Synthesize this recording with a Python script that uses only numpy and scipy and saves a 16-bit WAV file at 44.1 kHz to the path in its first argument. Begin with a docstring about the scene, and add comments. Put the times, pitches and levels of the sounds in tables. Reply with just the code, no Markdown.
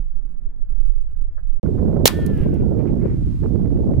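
"""One gunshot on an open dirt range, with wind buffeting both microphone ports.
It opens in slow motion, a deep muffled rumble, and after a short gap clicks into full-speed wind.
At about 2 s the blast's pressure wave overloads the microphone, and the hit cracks in the dirt.
The ground reverberates, tumbling fragments whine away and grit ticks down. The slopes return
ever duller echoes, and the wind crackles on to the end."""
import sys
import numpy as np
from scipy import signal
from scipy.fft import rfft, irfft
from scipy.io import wavfile

SR = 44100
rng = np.random.default_rng(int(sys.argv[2]) if len(sys.argv) > 2 else 0)


def master_out(mix):
    """Clip the mix to full scale and print it as 16-bit PCM to the path in sys.argv[1]."""
    frames = np.transpose(np.atleast_2d(mix))
    ceiling = np.clip(frames, -1, 1)
    pcm = np.round(ceiling * 32767).astype(np.int16)
    wavfile.write(sys.argv[1], SR, pcm)


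N = 176400
T = np.arange(N) / SR
FREQS = np.maximum(np.arange(N // 2 + 1) * SR / N, 1)
SLOW_END_S, FULL_SPEED_S = 1.597, 1.63
SHOT_S, IMPACT_S = 2.0557, 2.0772

# hiss of the open air: frequency_hz, density_db
HISS_SPECTRUM = [(1000, -92), (3000, -102), (10000, -110.5), (15500, -117)]
# slowed air at the left and right port: frequency_hz, density_db
SLOW_LEFT_SPECTRUM = [(22, -44), (48, -67.5), (160, -74), (400, -90.5), (1700, -101), (4000, -135)]
SLOW_RIGHT_SPECTRUM = [(20, -24), (38, -37.5), (65, -64), (110, -70), (400, -85.5), (2300, -107),
                       (4000, -135)]
# swell of the slowed rumble on the right: time_s, gain_db
SLOW_RIGHT_GAIN = [(.68, -6), (.76, 4), (1.1, -3)]
# slowed, dull ticks: start_s, level_db, decay_s
DULL_TICKS = [(.718, -54, .004), (0.801, -58, .008), (1.378, -45, 0.016), (1.540, -55.5, 0.0045)]
# their resonances: frequency_hz, gain_db
DULL_TICK_COLOUR = [(250, -14.5), (520, 4.5), (750, -10), (1650, -0.5), (2000, -15.5), (2800, -42.5)]
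# turbulence at relative speed 1, before each port's gain: frequency_hz, density_db
WIND_SPECTRUM = [(15, -47), (80, -36.5), (190, -38.5), (450, -47), (700, -63.5), (1000, -75), (1500, -94.5),
                 (4000, -130)]
# wind at each port: time_s, relative_speed
LEFT_WIND_SPEED = [(1.63, 0.24), (2, 0.39), (2.45, 0.44), (2.8, 0.27), (3.08, 0.44), (3.52, 0.18),
                   (3.88, 0.53)]
RIGHT_WIND_SPEED = [(1.63, 1.033), (1.72, 0.89), (1.96, 1.124), (2.05, 1.04), (2.2, 0.92), (2.52, 0.79),
                    (2.77, 1.002), (3.04, 0.84), (3.14, 0.67), (3.4, 0.47), (3.44, 0.93), (3.5, 0.85),
                    (3.85, 0.92)]
# buffets on the left port: centre_s, added_relative_speed
LEFT_BUFFETS = [(2.304, 0.45), (2.465, 0.82), (2.535, 0.5), (2.62, 0.38), (3.058, 0.97), (3.892, 0.46)]
# strongest crackles of the wind: centre_s, level_db, spread_s
WIND_CRACKLES = [(1.663, -40, .003), (1.788, -45, 0.0036), (1.966, -40.5, .004), (2.857, -40.5, .002),
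                 (3.438, -38.5, 0.0036), (3.461, -38, .0006), (3.560, -41, .0006), (3.657, -40.5, 0.00055),
                 (3.773, -41, 0.00067), (3.938, -40, .0006)]
# colour of the wind's crackle: frequency_hz, gain_db
WIND_CRACKLE_COLOUR = [(850, 3.5), (1450, -4.5), (2000, -14), (2900, -35), (6000, -58)]
# reflections from the slopes: centre_s, level_db, spread_s
SLOPE_ECHOES = [(2.26, -54.5, .07), (2.422, -51.5, 0.042), (2.57, -56, 0.049), (2.805, -55.5, 0.02),
                (2.885, -51.5, 0.016), (3.035, -54.5, 0.032), (3.109, -54, 0.04)]
# colour of an echo before the air dulls it, and of the ground's scatter: frequency_hz, gain_db
SLOPE_COLOUR = [(500, -4), (1400, 2), (3200, -0.5), (5000, -21), (15000, -47)]
GROUND_COLOUR = [(200, -9.5), (900, 6), (3800, -1), (6000, -9.5), (13000, -11), (15500, -17)]
# grit and fragments landing: start_s, level_db, decay_s, left_minus_right_db
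LANDINGS = [(2.262, -37, 0.0049, -12.5), (2.541, -51.5, 0.0035, 3)]
# colour of falling grit: frequency_hz, gain_db
GRIT_COLOUR = [(1500, -19), (4500, 2), (8000, -5), (11500, 4), (15500, -3.5)]
# whine of the strongest fragment: time_s, pitch_hz, level_db
WHINE_PATH = [(2.09, 1746, -41), (2.18, 1820, -42.5), (2.3, 1765, -51), (2.48, 1564, -62),
              (2.75, 1324, -65.5), (2.85, 1235, -85)]
# fragments relative to that whine: pitch_ratio, gain_db, sag_per_s, fading_db_per_s
FLYING_FRAGMENTS = [(1, 0, 0, 0), (.845, -5.5, .33, 10), (1.86, -10, .18, 30)]
# colour of the hit and of the blast's edge and crackle: frequency_hz, gain_db
HIT_COLOUR = [(1500, -16), (3000, -2.5), (5500, 4), (8500, -6.5), (11500, 1), (15500, -11.5)]
BLAST_COLOUR = [(1000, -5.5), (1450, -10), (1900, -0.5), (3200, 1), (6500, -0.5), (9000, -9), (11500, -2),
                (15500, -3)]


def amp(db):
    """Decibels to amplitude ratio."""
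    return 10 ** (np.asarray(db) / 20)


def curve(rows, column=1):
    """Linear interpolation of a table column in time."""
    rows = np.array(rows)
    return np.interp(T, rows[:, 0], rows[:, column])


def spectrum(points, hz):
    """Frequency response: a table's gain, interpolated in log frequency."""
    points = np.array(points)
    return amp(np.interp(np.log(hz), np.log(points[:, 0]), points[:, 1]))


def coloured(x, points, pitch=1):
    """Filtering by a colour shifted by a pitch ratio; white noise keeps its power."""
    colour = spectrum(points, FREQS / pitch)
    return irfft(rfft(x) * colour, N) / np.sqrt(np.mean(colour ** 2))


def air(points):
    """Noise of a given spectral density (power per Hz, in dB)."""
    return irfft(rfft(rng.standard_normal(N)) * spectrum(points, FREQS), N) * np.sqrt(SR / 2)


def noise(points, shared=0.72):
    """Partial coherence: stereo noise of rms 1, with a share of its power common to both ports."""
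    x = np.sqrt(shared) * air(points) + np.sqrt(1 - shared) * np.array([air(points), air(points)])
    return x / x.std()


def flutter(rate_hz):
    """Random modulation: low-passed noise of standard deviation 1."""
    x = irfft(rfft(rng.standard_normal(N)) / (1 + (FREQS / rate_hz) ** 4), N)
    return x / x.std()


def pan(db):
    """Level difference, left minus right, as two gains."""
    return amp(np.array([[db], [-db]]) / 2)


def burst(start_s, decay_s, hold_s=0):
    """Exponential decay after a sudden onset and a hold."""
    return (T >= start_s) * np.exp(-np.maximum(T - start_s - hold_s, 0) / decay_s)


def swell(centre_s, spread_s):
    """Gaussian rise and fall."""
    return np.exp(-.5 * ((T - centre_s) / spread_s) ** 2)


def distant_hiss():
    """Ambient noise, incoherent between the ports, swells once."""
    return np.array([air(HISS_SPECTRUM), air(HISS_SPECTRUM)]) * amp(3.5 * swell(3.34, .13))


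def slow_motion():
    """Slowing lowers frequency: wind rumbles over a hollow rush, a low drone and dull ticks."""
    rumble = np.array([air(SLOW_LEFT_SPECTRUM), air(SLOW_RIGHT_SPECTRUM) * amp(curve(SLOW_RIGHT_GAIN))])
    rush = noise([(90, -20.5), (150, 21), (260, 14), (450, -43.5)]) * amp(-52.5) * swell(.32, .24)
    drone_hz = 70 + 2 * flutter(8.8)
    drone = amp(-36) * np.sin(2 * np.pi * np.cumsum(drone_hz) / SR) * swell(1.23, .26)
    ticks = rng.standard_normal((2, N)) * sum(amp(db) * burst(s, decay) for s, db, decay in DULL_TICKS)
    return rumble + rush + drone + coloured(ticks, DULL_TICK_COLOUR)


def port_wind(speed, eddy_octaves, gain_db):
    """Turbulence at one port: faster air is brighter and louder, and eddies shake its speed."""
    speed = speed * 2 ** (eddy_octaves * flutter(39))
    source = rfft(rng.standard_normal(N)) * np.sqrt(SR / 2)
    pressure = 0
    for hz in 16 * 2 ** np.arange(0, 8.5, 1 / 3):
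        third_octave = np.maximum(1 - 3 * abs(np.log2(FREQS / hz)), 0)
        pressure += irfft(source * third_octave, N) * spectrum(WIND_SPECTRUM, hz / speed)
    return pressure * amp(gain_db + np.log2(speed))  # 1 dB more per doubling of speed


def wind_crackle(speed):
    """Intermittent turbulence: crackle grows as speed cubed; shorter spurts are brighter."""
    white = rng.standard_normal(N)
    crackle = coloured(white * amp(-61.5 + 6.5 * flutter(140)) * speed ** 3, WIND_CRACKLE_COLOUR)
    for s, db, spread in WIND_CRACKLES:
        spurt = white * amp(db) * swell(s, spread)
        crackle += coloured(spurt, WIND_CRACKLE_COLOUR, pitch=(.0034 / spread) ** .15)
    return crackle * pan(-12)


def wind():
    """Flow noise: the right port faces the wind, the left is sheltered; one eddy thumps on both."""
    left_speed = curve(LEFT_WIND_SPEED) + sum(more * swell(s, .0061) for s, more in LEFT_BUFFETS)
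    right_speed = curve(RIGHT_WIND_SPEED)
    left = port_wind(left_speed, eddy_octaves=.28, gain_db=-1)
    right = port_wind(right_speed, eddy_octaves=.13, gain_db=.3)
    thump = -amp(-9) * swell(2.408, .003)
    return np.array([left, right]) + wind_crackle(right_speed) + thump


def slope_echoes():
    """Reflection and air absorption: the slopes return the shot, duller the later it comes."""
    scatter = (rng.standard_normal((2, N)) + rng.standard_normal(N)) / np.sqrt(2)
    scatter *= amp(2.2 * flutter(60))
    dulling_octaves_per_s = .54
    echoes = 0
    for s, db, spread in SLOPE_ECHOES:
        pitch = 2 ** (-dulling_octaves_per_s * (s - IMPACT_S))
        echoes += coloured(scatter * amp(db) * swell(s, spread), SLOPE_COLOUR, pitch)
    return echoes * pan(2.5)


def ground_reverberation():
    """Scattering from the nearby ground: a fast decay with a faint, longer tail."""
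    envelope = amp(-12.5) * burst(IMPACT_S, .016) + amp(-34.5) * burst(IMPACT_S, .08)
    return noise(GROUND_COLOUR, shared=.3) * envelope * pan(1.4)


def debris():
    """Small impacts: single bits tick down amid a fine spray of sand."""
    ticks = sum(amp(db) * burst(s, decay) * pan(side_db) for s, db, decay, side_db in LANDINGS)
    sand = amp(-66 + 6.5 * flutter(300)) * swell(2.4, .056)
    return noise(GRIT_COLOUR) * (ticks + sand)


def ricochet():
    """Aerodynamic tones: tumbling fragments whine and drop in pitch as they fly off."""
    flight_s = np.maximum(T - IMPACT_S, 0)
    in_flight = (T > IMPACT_S) * (T < WHINE_PATH[-1][0])
    tones = 0
    for ratio, db, sag, fading in FLYING_FRAGMENTS:
        hz = curve(WHINE_PATH) * ratio * np.exp(-sag * flight_s) * (1 + .003 * flutter(90))
        gain = amp(db - fading * flight_s + 1.17 * flutter(30))
        tones += gain * np.sin(2 * np.pi * np.cumsum(hz) / SR)
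    return np.sqrt(2) * tones * amp(curve(WHINE_PATH, column=2)) * in_flight * pan(3.3)


def dirt_hit():
    """Impact noise: the hit makes two broadband cracks a millisecond apart."""
    cracks = amp(4) * burst(IMPACT_S, .001) + amp(6.5) * burst(IMPACT_S + .001, .0011)
    return noise(HIT_COLOUR, shared=.8) * cracks * pan(1.5)


def pressure_wave(arrival_s):
    """Transient oscillation: the blast's pressure swings briefly at two pitches."""
    low_hz, high_hz = 520, 938
    phase_per_hz = 2 * np.pi * (T - arrival_s)
    swing = np.sin(low_hz * phase_per_hz) + amp(-5) * np.sin(high_hz * phase_per_hz)
    return -amp(12.5) * swing * burst(arrival_s, .00013, hold_s=.0037)


def blast():
    """Propagation delay: the wave reaches the right port later; its sharp edge trails into crackle."""
    port_lag_s = .0004
    wave = np.array([pressure_wave(SHOT_S), pressure_wave(SHOT_S + port_lag_s)])
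    edge = amp(9) * burst(SHOT_S, .0015, hold_s=.0018)
    crackle = amp(-4.5) * burst(SHOT_S, .004, hold_s=IMPACT_S - SHOT_S)
    return wave + noise(BLAST_COLOUR, shared=.16) * (edge + crackle) * pan(-5.5)


def scene():
    """Superposition: slow motion, a short silence, then with a click the range at full speed."""
    full_speed = (wind() + distant_hiss() + blast() + dirt_hit()
                  + slope_echoes() + ground_reverberation() + ricochet() + debris())
    fade_s = .003
    slow_gate = np.clip(np.minimum(T, SLOW_END_S - T) / fade_s, 0, 1)
    full_speed_gate = np.clip((T - FULL_SPEED_S) / fade_s, 0, 1)
    click = noise(HISS_SPECTRUM) * amp(-42.5) * burst(FULL_SPEED_S, fade_s / 2)
    return slow_motion() * slow_gate + click + full_speed * full_speed_gate


def record(dry):
    """Compression and saturation: the gain ducks and recovers, peaks clip and the top is cut."""
    threshold_db, recovery_s, top_hz = -7.5, .047, 15600
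    pole = np.exp(-1 / (recovery_s * SR))
    power = signal.lfilter([1 - pole], [1, -pole], np.mean(dry ** 2, axis=0))
    ducked = dry / np.sqrt(1 + power / amp(threshold_db) ** 2)
    lowpass = signal.ellip(8, .2, 70, top_hz, fs=SR, output="sos")
    return signal.sosfilt(lowpass, np.clip(ducked, -1, 1))


dry = scene()
out = record(dry)
master_out(out)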